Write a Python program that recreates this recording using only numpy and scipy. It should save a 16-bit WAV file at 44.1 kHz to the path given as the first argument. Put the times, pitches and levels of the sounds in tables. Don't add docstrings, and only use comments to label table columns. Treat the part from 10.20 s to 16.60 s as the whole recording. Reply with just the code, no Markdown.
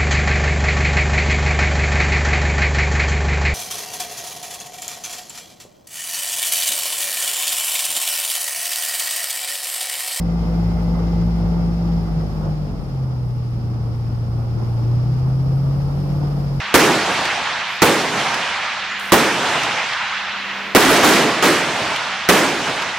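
import sys
import numpy as np
from scipy import signal
from scipy.fft import rfft, irfft, next_fast_len
from scipy.io import wavfile
from scipy.ndimage import uniform_filter1d

SR = 44100
rng = np.random.default_rng(int(sys.argv[2]) if len(sys.argv) > 2 else 0)


def waveform_to_disk(signal):
    frames = np.transpose(np.atleast_2d(signal))
    scaled = np.clip(frames, -1, 1) * 32767
    samples = np.round(scaled).astype(np.int16)
    wavfile.write(sys.argv[1], SR, samples)


N = 282321
TIME_S = np.arange(N) / SR

# t/s, firing rate f/Hz
FIRING_SPEED = [(0, 169.9), (1.6, 170.3), (1.85, 166.9), (2.1, 157.5), (2.42, 150.9), (2.7, 133.8),
                (3.05, 122), (3.7, 116.9), (4.63, 116.7), (5, 127.9), (5.6, 139.5), (6, 144.6),
                (6.2, 142.1), (6.4, 136.3)]
# t/s, level/dB
NOTE_LEVEL = [(0, -22), (.14, -19.5), (.24, -23.5), (.38, -18.5), (.56, -23), (.72, -19.5), (.88, -21.5),
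              (1.02, -18.5), (1.22, -21.5), (1.38, -18.7), (1.56, -22), (1.74, -18), (1.88, -25.5),
              (1.98, -18), (2.08, -31.5), (2.15, -24), (2.42, -23), (2.49, -30.5), (2.65, -33.5),
              (2.73, -24.5), (2.84, -21.3), (2.92, -23), (3.9, -23), (4.5, -21), (4.73, -17), (5, -18.5),
              (5.15, -16.8), (5.55, -18.5), (5.7, -21.5), (6, -20), (6.4, -22.5)]
# multiple of crank speed, level/dB at low, half, full throttle
LOPE_ORDERS = [(1.5, -62, -48.5, -46.5), (2, -37, -41, -45), (2.5, -40.5, -34, -32), (3, -35.5, -47, -39),
               (3.5, -54, -34, -38.5), (4.5, -45, -46, -46.5), (5, -36, -32.5, -53.5),
               (5.5, -45, -56.5, -43.5), (6, -44, -60.5, -53.5), (8, -61, -44.5, -51),
               (10.5, -46, -54, -53.5)]
# f/Hz, relative density/dB
RUMBLE_SPECTRUM = [(10, -25), (26, -17), (42, -4), (60, 1.5), (80, 0.5), (110, -2.5), (170, -2.5),
                   (220, -4.5), (300, -24.5), (500, -58.5), (2000, -130)]
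# f/Hz, relative density/dB
PIPE_SPECTRUM = [(60, -71.5), (150, -26), (215, -7), (260, -6), (305, 4.5), (365, 6), (550, -26.5),
                 (2000, -120)]
# crest t/s, half length t/s, rise/dB
PIPE_BOOMS = [(4.408, 0.07, 17), (4.66, 0.12, 18)]
# f/Hz, relative density/dB
GROWL_SPECTRUM = [(60, -62.5), (170, -21), (230, 1), (330, -3.5), (500, -7.5), (880, -10.5), (1250, -13),
                  (1700, -32), (4000, -89)]
# t/s, level/dB
BEAT_LEVEL = [(0, -24.5), (.5, -22), (1.7, -23), (2.1, -26.3), (2.45, -30), (2.68, -32.5), (2.85, -41),
              (3.6, -42), (3.87, -37), (4.2, -39.5), (5.2, -36), (5.8, -32), (6.4, -33)]
# multiple of blade rate, level/dB at low, half, full throttle
BLADE_ORDERS = [(2, -45, -42, -37), (4, -42.5, -36.5, -38.5), (5, -45, -43, -43.5), (6, -48, -52, -46),
                (7, -59, -45, -49.5), (8, -54, -53, -50.5), (9, -63.5, -50.5, -45.5), (10, -59.5, -49, -61),
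                (11, -69.5, -49.5, -50), (12, -57, -50, -55.5), (13, -59.5, -61.5, -52),
                (14, -66, -50.5, -57), (15, -68, -62, -52), (16, -70.5, -57, -54)]
# f/Hz, relative density/dB
ROAR_SPECTRUM = [(130, -25), (210, -6.5), (310, -3.5), (385, -7.5), (500, -7.5), (680, -12), (780, -9),
                 (870, -10.5), (970, -17), (1200, -16.5), (1450, -22.5), (1600, -35), (1900, -35.5),
                 (4000, -88)]
# t/s, wash level/dB (reference for roar, growl, hiss), spray level/dB
WASH_LEVEL = [(0, -36.5, -64.5), (0.3, -33.5, -62.5), (0.9, -33.5, -63), (1.5, -34.5, -63.5),
              (2.15, -35.5, -63.5), (2.65, -39, -65.5), (3.15, -41, -66), (3.6, -39.5, -66),
              (4.1, -39, -65), (4.65, -36, -63.5), (4.9, -37, -64), (5.4, -36.5, -63), (5.8, -35, -61.3),
              (6.4, -34.5, -61.8)]
# crest t/s, half length t/s, change/dB
ROAR_GUSTS = [(0.812, 0.057, 3.5), (1.03, 0.046, -1.5), (1.19, 0.045, 1.5), (1.337, 0.032, 1.5),
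              (2.02, 0.025, 2.5), (2.25, 0.053, 5), (2.905, 0.054, 3.5), (3.54, 0.075, 2),
              (4.422, 0.032, 2.5), (5.06, 0.051, 3), (5.734, 0.061, 2), (6.07, 0.057, 2)]
# multiple of crank speed, level/dB
GEAR_ORDERS = [(48, -67.7), (50, -72.5)]
# t/s, gain/dB
WHINE_GAIN = [(0, 8), (.85, 8.5), (1.4, 2), (1.9, 2), (2.3, -7), (3, -14), (4.5, -12), (6.4, -9)]
# f/Hz, relative density/dB
WHIRR_SPECTRUM = [(1200, -59.5), (1850, -7.5), (2060, 1), (2300, -7.5), (3200, -51)]
# f/Hz, relative density/dB
SPRAY_SPECTRUM = [(4410, -34.5), (7500, -13), (7900, -8), (8570, 0), (8910, -1.5), (10400, -6.5),
                  (12400, -0.5), (14500, -12), (15500, -21)]
# f/Hz, relative density/dB
HISS_SPECTRUM = [(880, -31), (1500, -3.5), (1840, -5.5), (2060, -5.5), (2420, -7), (2850, -7.5),
                 (3780, -10), (4200, -9), (5220, -1), (5480, -5), (6000, -16.5), (6480, -12.5), (7620, -22),
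                 (8000, -29.5), (10400, -61.5), (17600, -120)]
# f/Hz, left-right correlation
EAR_CORRELATION = [(60, 0.77), (95, 0.34), (160, 0.56), (290, 0.55), (640, 0.42), (1000, 0.59),
                   (1410, -0.28), (2200, -0.3), (4000, -0.24), (6800, 0.053), (15000, 0)]
# f/Hz, left minus right level/dB
LEFT_BALANCE = [(60, 1), (170, 0.5), (330, 2.5), (520, 0.5), (750, -1.5), (1100, -6), (1700, 0), (3000, 0),
                (5200, 5), (7400, 3.5), (8700, 14), (10500, 7.5), (12000, 8), (15000, 12)]

CRUISE_HZ, LOW_HZ = 170, 117
FIRINGS_PER_TURN = 4
BLADES_PER_TURN = 3 / 2.292
WANDER_HZ, WANDERS_PER_S = .25, 4
LOAD_DB_PER_HZ_PER_S, LOAD_SMOOTH_S = 0.0681, .3
LOAD_S, LOAD_HALF_S = 4.36, 0.57
BOOM_REST_DB = -54.5
HISS_DB, HISS_AT_WASH_DB, HISS_SHARE = -50, -34, 0.82
SMEAR_S, SMEARS_PER_S = .00027, 6
LEFT_LEAD_S, LEAD_TOP_HZ = 0.00016, 500
EDGE_HZ = 15650


def exhaust(crank, firing_hz, note_db, throttle):
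    firings = FIRINGS_PER_TURN * crank
    note = gain_of(note_db) * tone(firings, firing_hz.mean(), unsteady=0.045, flutter_hz=13)
    hz_per_s = np.gradient(firing_hz) * SR
    pull_db = LOAD_DB_PER_HZ_PER_S * uniform_filter1d(hz_per_s, size=round(LOAD_SMOOTH_S * SR))
    lope = orders(LOPE_ORDERS, crank, throttle, unsteady=0.49, flutter_hz=5.5)
    return note + gain_of(pull_db) * lope


def rumble(crank, throttle, level_db=-34.0, throttle_db=1.0, load_db=2):
    fires = np.diff(np.floor(FIRINGS_PER_TURN * crank), prepend=0)
    thump_db = level_db + throttle_db * throttle + load_db * hump(LOAD_S, LOAD_HALF_S)
    thumps = gain_of(thump_db) * spread(fires * noise_pair(), RUMBLE_SPECTRUM)
    boom_db = BOOM_REST_DB + humps_db(PIPE_BOOMS)
    boom = gain_of(boom_db) * spread(fires * noise_pair(), PIPE_SPECTRUM)
    return thumps + boom


def growl(crank, wash_db, above_wash_db=-6, points=512):
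    shapes = rng.standard_normal((2, points))
    cycle_position = smear(crank) / 2
    grid = np.arange(points) / points
    puffs = np.array([np.interp(cycle_position, grid, shape, period=1) for shape in shapes])
    return gain_of(wash_db + above_wash_db) * spread(puffs, GROWL_SPECTRUM)


def propeller(blade, beat_db, throttle):
    beat = gain_of(beat_db) * tone(blade, mean_hz(blade), unsteady=0.09, flutter_hz=6.4)
    return beat + orders(BLADE_ORDERS, smear(blade), throttle, unsteady=0.47, flutter_hz=5.7)


def roar(blade, crank, roar_db, chop=0.14, rasp=0.11, gust_db=0.73):
    blade_swell = chop * np.cos(2 * np.pi * blade)
    firing_swell = rasp * np.cos(2 * np.pi * FIRINGS_PER_TURN * crank)
    swell = (1 + blade_swell + firing_swell) * gain_of(gust_db * waver(24))
    return gain_of(roar_db) * spread(swell * noise_pair(), ROAR_SPECTRUM)


def whine(crank, whine_db, throttle, idle_whirr_db=-97, throttle_db=24):
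    crank_hz = mean_hz(crank)
    lines = sum(gain_of(db) * tone(k * crank, k * crank_hz, unsteady=2.5, flutter_hz=12)
                for k, db in GEAR_ORDERS)
    whirr = gain_of(idle_whirr_db + throttle_db * throttle) * spread(noise_pair(), WHIRR_SPECTRUM)
    return gain_of(whine_db) * (lines + whirr)


def spray(spray_db, drops_per_s=900, drop_share=.28, size_db=0.5, brighten=.5):
    sizes = gain_of(size_db * np.minimum(rng.exponential(1, (2, N)), 4))
    landed = rng.random((2, N)) < drops_per_s / SR
    drops = sizes * rng.choice([-1, 1], (2, N)) * landed
    fizz = spread(noise_pair() + drop_share * evened(drops), SPRAY_SPECTRUM)
    highpass = signal.butter(3, 11000, "high", fs=SR, output="sos")
    mist = signal.sosfiltfilt(highpass, fizz)
    mist_db = brighten * (spray_db - spray_db.mean())
    return gain_of(spray_db) * (fizz - mist + mist * gain_of(mist_db))


def hiss(hiss_db, flicker_db=0.8):
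    return gain_of(hiss_db + flicker_db * waver(26)) * spread(noise_pair(), HISS_SPECTRUM)


def orders(table, shaft, throttle, unsteady, flutter_hz):
    shaft_hz = mean_hz(shaft)
    return sum(at_throttle(levels_db, throttle) * tone(k * shaft, k * shaft_hz, unsteady, flutter_hz)
               for k, *levels_db in table)


def tone(turns, hz, unsteady, flutter_hz):
    def shake():
        return unsteady * (waver(flutter_hz) + 1j * waver(flutter_hz)) / np.sqrt(2)

    apart = np.sqrt(np.clip(1 - read(EAR_CORRELATION, hz), 0, 1) / 2) * shake()
    body = 1 + shake()
    lead = np.exp(1j * np.pi * min(hz, LEAD_TOP_HZ) * LEFT_LEAD_S)
    lean = gain_of(read(LEFT_BALANCE, hz) / 2) * lead
    carrier = np.exp(2j * np.pi * (turns + rng.random()))
    ears = np.array([(body + apart) * lean, (body - apart) / lean])
    return (ears * carrier).real * np.sqrt(2 / (1 + unsteady ** 2))


def spread(pair, spectrum):
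    size = next_fast_len(N, True)
    hz = np.fft.rfftfreq(size, 1 / SR)
    a, b = rfft(pair, size)
    alike = np.clip(read(EAR_CORRELATION, hz), -.9, .99)
    lean = gain_of(read(LEFT_BALANCE, hz) / 2)
    ears = np.array([a * lean, (alike * a + np.sqrt(1 - alike ** 2) * b) / lean])
    mean_gain = np.sqrt(lean ** 2 + lean ** -2 + 2 * alike)
    colour = gain_of(read(spectrum, hz)) / mean_gain
    out = irfft(ears * colour, size)[:, :N]
    return out / np.std(out.mean(0))


def smear(shaft):
    return shaft + mean_hz(shaft) * SMEAR_S * waver(SMEARS_PER_S)


def waver(hz):
    points, rate_hz = 4096, 512
    f = np.fft.rfftfreq(points, 1 / rate_hz)
    slow = irfft(rfft(rng.standard_normal(points)) / (1 + (f / hz) ** 4))
    return evened(np.interp(TIME_S, np.arange(points) / rate_hz, slow))


def noise_pair():
    return rng.standard_normal((2, N))


def hump(crest_s, half_s):
    return np.exp(-((TIME_S - crest_s) / half_s) ** 2)


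def humps_db(table):
    return sum(db * hump(crest_s, half_s) for crest_s, half_s, db in table)


def at_throttle(levels_db, throttle):
    return gain_of(np.interp(throttle, [0, .5, 1], levels_db))


def mean_hz(shaft):
    return shaft[-1] / TIME_S[-1]


def gain_of(db):
    return 10 ** (np.asarray(db) / 20)


def evened(x):
    return x / np.sqrt(np.mean(x ** 2) + 1e-20)


def follow(table):
    s, *columns = np.transpose(table)
    return [np.interp(TIME_S, s, c) for c in columns]


def read(points, hz):
    f, value = np.transpose(points)
    return np.interp(np.log(hz + 1), np.log(f + 1), value)


def scene(eddy_db=0.84, eddies_hz=7, ripple_db=0.35, ripples_hz=7, roar_above_wash_db=-2.0):
    [firing_hz] = follow(FIRING_SPEED)
    wash_db, spray_db = follow(WASH_LEVEL)
    [note_db], [beat_db], [whine_db] = follow(NOTE_LEVEL), follow(BEAT_LEVEL), follow(WHINE_GAIN)
    wandering_hz = firing_hz + WANDER_HZ * waver(WANDERS_PER_S)
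    crank = np.cumsum(wandering_hz / FIRINGS_PER_TURN) / SR
    blade = crank * BLADES_PER_TURN
    throttle = (firing_hz - LOW_HZ) / (CRUISE_HZ - LOW_HZ)
    roar_db = wash_db + roar_above_wash_db + eddy_db * waver(eddies_hz) + humps_db(ROAR_GUSTS)
    hiss_db = HISS_DB + HISS_SHARE * (wash_db - HISS_AT_WASH_DB)
    pipes = exhaust(crank, firing_hz, note_db, throttle) + rumble(crank, throttle) + growl(crank, wash_db)
    air = propeller(blade, beat_db, throttle) + roar(blade, crank, roar_db) + hiss(hiss_db)
    gears = whine(crank, whine_db, throttle)
    water = spray(spray_db + ripple_db * waver(ripples_hz))
    return pipes + air + gears + water


def record(dry):
    lowpass = signal.firwin(511, EDGE_HZ, window=("kaiser", 9), fs=SR)
    return signal.oaconvolve(dry, lowpass[None], "same")


dry = scene()
out = record(dry)
waveform_to_disk(out)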